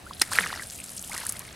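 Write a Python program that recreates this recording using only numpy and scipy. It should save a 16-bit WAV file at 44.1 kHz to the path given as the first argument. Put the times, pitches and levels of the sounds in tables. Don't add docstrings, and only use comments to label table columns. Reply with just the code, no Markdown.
import sys
import numpy as np
from scipy import signal
from scipy.io import wavfile
from scipy.ndimage import uniform_filter1d

SR = 44100
rng = np.random.default_rng(int(sys.argv[2]) if len(sys.argv) > 2 else 0)


def linear_from_db(decibels):
    return 10 ** (np.asarray(decibels, float) / 20)


def unload_audio(sound):
    columns = np.transpose(np.atleast_2d(sound))
    steps = np.round(np.clip(columns, -1, 1) * 32767)
    wavfile.write(sys.argv[1], SR, steps.astype(np.int16))


N = 68355


def read(points, hz):
    f, value = np.transpose(points)
    return np.interp(np.log(hz + 1), np.log(f + 1), value)


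def evened(x):
    return x / np.sqrt(np.mean(x ** 2) + 1e-20)


def level(curve):
    s, db = np.transpose(curve)
    return linear_from_db(np.interp(np.arange(N) / SR, s, db))


def add(mix, start_s, sound):
    part = mix[round(start_s * SR):][:len(sound)]
    part += sound[:len(part)]


# frequency in Hz, likeness from 0 to 1.
AIR_LIKENESS = [(30, 0.99), (140, 1), (230, 0.81), (700, 0.19), (2000, 0.25), (8000, 0.94)]


def outdoor_noise(colour, rms_db, patchy_db):
    frames, hz = N // 256 + 5, np.fft.rfftfreq(1024, 1 / SR)
    a, b, c, d, patches = rng.standard_normal((frames, 513, 5)).T
    patches = evened(uniform_filter1d(uniform_filter1d(patches, 8, 0), 12, 1))
    same = np.clip(read(AIR_LIKENESS, hz), 0, 1)[:, None]
    mid = (a + 1j * b) * np.sqrt(1 + same)
    side = (c + 1j * d) * np.sqrt(1 - same)
    gain = linear_from_db(read(colour, hz)[:, None] + patchy_db * patches)
    spectrum = np.array([mid + side, mid - side]) * gain
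    noise = signal.istft(spectrum, nperseg=1024, noverlap=768)[1][:, :N]
    return linear_from_db(rms_db) * evened(noise)


# frequency in Hz, density in dB per Hz.
HISS_COLOUR = [(180, -34), (300, -19), (701, -2), (1140, -2.5), (2280, -5.5), (3290, -7.5), (10400, -18),
               (16000, -24)]


def hiss():
    return outdoor_noise(HISS_COLOUR, rms_db=-52, patchy_db=2.0)


# frequency in Hz, density in dB per Hz.
RUMBLE_COLOUR = [(15, -35), (25, -36), (65, 5.5), (135, -6), (205, -2.5), (243, -8.5), (279, -9),
                 (461, -15), (700, -10.5), (910, -43), (1540, -120)]


def rumble():
    return outdoor_noise(RUMBLE_COLOUR, rms_db=-49, patchy_db=1.0)


def bubble(hz, cycles, rise, size, soft=1.04):
    turns = np.arange(size) / SR * hz
    swell = 1 - np.exp(-(turns / soft) ** 2)
    decay = linear_from_db(-60 * turns / (2.12 * cycles))
    x = swell * decay * np.sin(2 * np.pi * turns * (1 + rise * turns / cycles))
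    return x / abs(x).max(axis=-1, keepdims=True)


def grains(colour, cycles, lo_hz, hi_hz, count, size):
    spread_db, clump_db, width = 2, 3, 0.065 * 3.9
    clump = evened(uniform_filter1d(uniform_filter1d(rng.standard_normal(N), 160), 160))
    when, pitch, ring, big, place = rng.random((count, 5)).T
    at = (when * N).astype(int)
    hz = lo_hz * (hi_hz / lo_hz) ** pitch
    taps = bubble(hz[:, None], cycles * (0.86 + ring[:, None]), rise=0.18, size=size)
    taps *= np.hanning(2 * size)[size:]
    gain_db = read(colour, hz) - spread_db * np.log(big + 0.023) + clump_db * clump[at]
    gain = linear_from_db(gain_db) * np.sqrt(hz)
    taps *= (gain / np.linalg.norm(taps, axis=1))[:, None]
    spots = (at[:, None] + np.arange(size)).ravel()
    channels = []
    for sign in (1, -1):
        pan = 1 + sign * width * (place - .5)
        channels.append(np.bincount(spots, (taps * pan[:, None]).ravel(), N + size)[:N])
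    return evened(np.array(channels))


# time in seconds, froth level in dB.
CHURN_LEVEL = [(0, -64), (.2, -55), (.225, -50), (.3, -46), (.33, -33.5), (.42, -34), (.52, -40.5),
               (.6, -42), (.65, -58), (1.06, -63), (1.11, -53.5), (1.145, -38.5), (1.23, -42),
               (1.28, -47.5), (1.55, -49.5)]
# frequency in Hz, density in dB per Hz.
FROTH_COLOUR = [(180, -42), (300, -7.5), (609, -12.5), (1650, -5), (3090, -12.5), (4470, -10.5),
                (6680, -23), (10300, -19.5), (14000, -48)]


def froth():
    return level(CHURN_LEVEL) * grains(FROTH_COLOUR, 9.5, 363, 13720, count=6000, size=300)


# time in seconds, spray level in dB.
DRAIN_LEVEL = [(0, -60), (.19, -50.5), (.225, -45), (.3, -47), (.33, -32), (.41, -38), (.5, -45.5),
               (.75, -44), (.97, -43.5), (1.05, -42.5), (1.15, -41.5), (1.23, -43.5), (1.3, -43),
               (1.42, -52), (1.55, -55)]
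# frequency in Hz, density in dB per Hz.
SPRAY_COLOUR = [(1470, -37), (2500, -2), (3920, -9.5), (4210, -0.5), (5110, -7), (8460, 4), (10600, -2.5),
                (16000, -35)]


def spray():
    return level(DRAIN_LEVEL) * grains(SPRAY_COLOUR, 7.5, 2600, 14130, count=12000, size=100)


def burst(hz, width_hz, t60_s, noise):
    t = np.arange(len(noise)) / SR
    r = np.exp(-np.pi * width_hz / SR)
    smooth = signal.lfilter([1], [1, -2 * r, r * r], noise[:, 0] + 1j * noise[:, 1])
    x = (np.exp(2j * np.pi * hz * t) * smooth).real
    x = x * (1 - np.exp(-(t / 0.00034) ** 2)) * linear_from_db(-60 * t / t60_s)
    return x / abs(x).max()


# centre time in
# seconds, peak in dB, centre in Hz, upward sweep in kHz per ms.
DROP_TICKS = [(0.0577, -41, 10290.0, 0.5), (0.0979, -43.5, 4150.0, 0.5), (0.1309, -38.5, 3200.0, 0.5),
              (0.1351, -32.5, 4430.0, 3.0), (0.149, -37, 10290.0, 0.5), (0.1687, -38.5, 3890.0, 0.5),
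              (0.3281, -22, 4720.0, 2.0), (0.333, -35, 5740.0, 4.5), (0.335, -24.5, 9040.0, 0.5),
              (0.3444, -35, 6970.0, 9.0), (0.3556, -26, 4150.0, 3.0), (0.3575, -23, 10980.0, 3.0),
              (0.3596, -33, 8470.0, 0.5), (0.3876, -23.5, 3200.0, 1.0), (0.3933, -29, 3200.0, 0.5),
              (0.3996, -22, 9640.0, 0.5), (0.4734, -26, 7440.0, 6.5), (0.5243, -34, 3890.0, 0.5),
              (0.5296, -27, 3410.0, 2.0), (0.5532, -33, 4720.0, 4.5), (0.5764, -32.5, 4150.0, 1.0),
              (0.6354, -31, 5380.0, 4.5), (0.6714, -31, 9640.0, 0.5), (0.7003, -30, 6530.0, 6.5),
              (0.7083, -29, 8470.0, 9.0), (0.7362, -34, 7440.0, 2.0), (0.7526, -32, 7440.0, 3.0),
              (0.76, -37, 9640.0, 4.5), (0.8002, -38, 9640.0, 0.5), (0.8029, -28.5, 8470.0, 0.5),
              (0.8757, -42, 9640.0, 6.5), (0.8852, -35.5, 5040.0, 2.0), (0.8938, -31, 6530.0, 9.0),
              (0.903, -29.5, 10290.0, 3.0), (0.92, -37, 8950, 0.46), (0.9666, -27.5, 8990, 4),
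               (0.97, -28, 8940, 1.6), (0.9788, -28, 7940.0, 4.5), (0.9814, -28.5, 5300, 2.3),
               (0.994, -26, 6900, 2.0), (1.0146, -32, 9600, 6.5), (1.0173, -31, 8470.0, 3.0),
               (1.0262, -27, 10200, 7.3), (1.0402, -33.5, 3190, 0.5), (1.0767, -29, 9800, 6.5),
               (1.1331, -28, 7440.0, 4.5), (1.142, -31, 4430.0, 1.0), (1.1442, -31, 7940.0, 6),
               (1.1457, -29.5, 5030, 2.0), (1.1495, -26, 9600, 6.5), (1.1663, -30, 7940.0, 2.3),
               (1.1682, -31, 9600, 6.8), (1.179, -21, 8500, 8.6), (1.1872, -30, 9040.0, 3.0),
               (1.204, -28, 10980.0, 1.0), (1.2529, -29, 10400, 9.0), (1.2675, -17.5, 9640.0, 4.47),
               (1.2898, -29, 10290.0, 8.2), (1.292, -35, 9040.0, 2.0), (1.2939, -16.5, 8500, 4.5),
               (1.297, -17, 9680, 4.2), (1.3236, -22, 11000, 9.0), (1.3665, -33.5, 4150.0, 2.0),
               (1.37, -30.5, 9040.0, 3.0), (1.3945, -24.5, 9670, 6.5), (1.4523, -38.5, 6970.0, 6.9),
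               (1.49, -38.5, 3640.0, 0.5), (1.5283, -36.5, 7380, 4.5)]
SHARP_TICKS = [
    (.2086, -29, 7150, 2.9),
    (0.2171, -8, 9740, .6),
    (.2192, -9, 4733, 0.98),
    (1.393, -30, 11400, 6.6),
]


def ticks():
    width_s, shrink, max_lead = 0.00033, 0.16, 1.43
    out, t = np.zeros(N), np.arange(-200, 200) / SR
    rows = DROP_TICKS + SHARP_TICKS
    noises = rng.standard_normal((len(rows), 600, 2))
    for (s, db, hz, sweep), noise in zip(rows, noises):
        pitch = np.clip(hz + 1e6 * sweep * t, 1500, 17000)
        lead = np.where(t < 0, np.clip(sweep / 3, 1, max_lead), 1)
        shape = 1 / np.cosh(t * sweep ** shrink / width_s / lead)
        add(out, s + t[0], linear_from_db(db + 2.5) * shape * np.sin(2 * np.pi * np.cumsum(pitch) / SR))
        add(out, s, linear_from_db(db - 9) * burst(hz, 0.4 * hz, 0.015, noise))
    return out


# start in seconds, peak in dB, pitch in Hz, ring in cycles.
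NET_BUBBLES = [(0.109, -27.5, 1060, 6.4), (0.274, -37, 1750, 8.5), (0.316, -26.5, 1046, 7.4),
               (0.322, -23, 1300, 4), (0.332, -22, 1616, 7.7), (0.352, -21.5, 2420, 4.2),
               (0.355, -19.5, 2300, 4.8), (0.367, -26, 1290, 6), (0.378, -31, 1800, 5),
               (0.3866, -1, 1760, 4.23), (0.408, -27.5, 1300, 8.3), (0.423, -29, 1630, 6.8),
               (0.434, -27, 1750, 6), (0.439, -18.5, 1990, 7.4), (0.444, -25, 1600, 7),
               (0.4616, -22.5, 1180, 4.3), (0.466, -24, 1680, 8.1), (0.466, -27, 2700, 8.5),
               (0.493, -30.5, 1740, 12), (0.503, -25.5, 1500, 4.2), (0.511, -29, 1990, 6),
               (0.574, -33.5, 1380, 6), (0.595, -28.5, 1330, 3.8),
               (0.788, -33, 2670, 4.3), (0.801, -31.5, 2510, 5.4), (1.117, -29, 2080, 9.9),
                  (1.125, -31.5, 2320, 6.5), (1.127, -37.5, 1420, 9.1), (1.14, -33, 960, 5.6),
                  (1.147, -34, 1320, 7.6), (1.153, -37, 1110, 6.6), (1.164, -27.5, 1860, 8),
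                  (1.182, -30, 1820, 10), (1.216, -33.5, 1590, 11), (1.235, -32, 890, 4.3),
                  (1.244, -42, 1350, 6.3), (1.258, -32.5, 1260, 4.8), (1.263, -33, 1620, 8.3),
                  (1.35, -40.5, 2030, 20), (1.365, -33.5, 1950, 3), (1.451, -35.5, 2150, 4.4),
                  (1.479, -38.5, 2040, 11)]
# start in seconds, peak in dB, start pitch in Hz, rise in Hz per s, t60 in s.
DRIP_BUBBLES = [
    (0.065, -34, 1304, 21003, 0.053),
    (0.3592, -22, 1570, -50000, 0.025),
    (0.396, -36, 210.2, -900, 0.37),
    (0.5269, -12.5, 750, 120000, .014),
    (0.539, -22, 1798, 40000, 0.016),
    (0.595, -27.5, 2084, -25000, 0.045),
    (.621, -26, 1760, -30000, 0.023),
    (0.8138, -37.5, 2020, 200000, 0.039),
    (1.094, -36, 726, 17000, .08),
    (1.107, -38.5, 950, 60000, .06),
]


def bubbles():
    out, t = np.zeros(N), np.arange(5000) / SR
    for s, db, hz, cycles in NET_BUBBLES:
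        add(out, s, linear_from_db(db) * bubble(hz, cycles, rise=0.03, size=1200, soft=.27 * cycles))
    for s, db, hz, rise, t60 in DRIP_BUBBLES:
        swell = 1 - np.exp(-(t * hz / 1.22) ** 2)
        fade = np.clip((0.55 * t60 - t) * hz / 6 + 1, 0, 1)
        tone = np.sin(2 * np.pi * (hz * t + .5 * rise * t ** 2))
        add(out, s, swell * fade * linear_from_db(db - 60 * t / t60) * tone)
    return out


# start in seconds, peak in dB, centre in Hz, width in Hz, t60 in seconds.
SLAP_BURSTS = [
    (.1970, -26, 4020, 1490, 0.013),
    (0.1967, -24, 9050, 2500, 0.0088),
    (.2130, -21.5, 3185, 5100, 0.045),
    (.2150, -18, 1696, 1590, 0.019),
    (.2168, -17.5, 3120, 1820, 0.012),
    (0.2161, -9, 6270, 3500, 0.017),
    (0.2187, -12, 12370, 4000, 0.012),
    (0.2162, -25, 6090, 9000, 0.096),
    (.2187, -13.5, 1613, 1570, 0.011),
    (.2280, -27.5, 2050, 400, 0.047),
]


def slap():
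    out = np.zeros(N)
    noises = rng.standard_normal((len(SLAP_BURSTS), 4000, 2))
    for (s, db, hz, width_hz, t60_s), noise in zip(SLAP_BURSTS, noises):
        add(out, s, linear_from_db(db) * burst(hz, width_hz, t60_s, noise))
    return signal.lfilter(*signal.butter(2, [278, 13000], "band", fs=SR), out)


def bank(x):
    echo_s, echo_db, scatter_db, t60_s = .0032, -18.5, -16, .05
    t = np.arange(4000) / SR
    sparse = rng.standard_normal((2, 4000)) * (rng.random((2, 4000)) < .05)
    tail = sparse * linear_from_db(-60 * t / t60_s) * (t > .001)
    tail = tail + 1.1 * tail[::-1].mean(0)
    tail = linear_from_db(scatter_db) * tail / np.linalg.norm(tail[0])
    tail[:, 0] = 1
    tail[:, round(echo_s * SR)] += linear_from_db(echo_db)
    return signal.fftconvolve(x[None], tail, axes=1)[:, :N]


def scene():
    lean_db = np.linspace(0.3, 0.5, N)
    lean = linear_from_db(lean_db * np.array([[1], [-1]]))
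    dripping = lean * (spray() + bank(ticks() + slap()))
    return hiss() + rumble() + froth() + dripping + bank(bubbles())


def top_cut(x):
    return signal.sosfilt(signal.butter(12, 16650, fs=SR, output="sos"), x)


def record(dry):
    mix = signal.oaconvolve(dry, signal.firwin(255, 16400, fs=SR)[None], "same")
    return top_cut(mix)


dry = scene()
out = record(dry)
unload_audio(out)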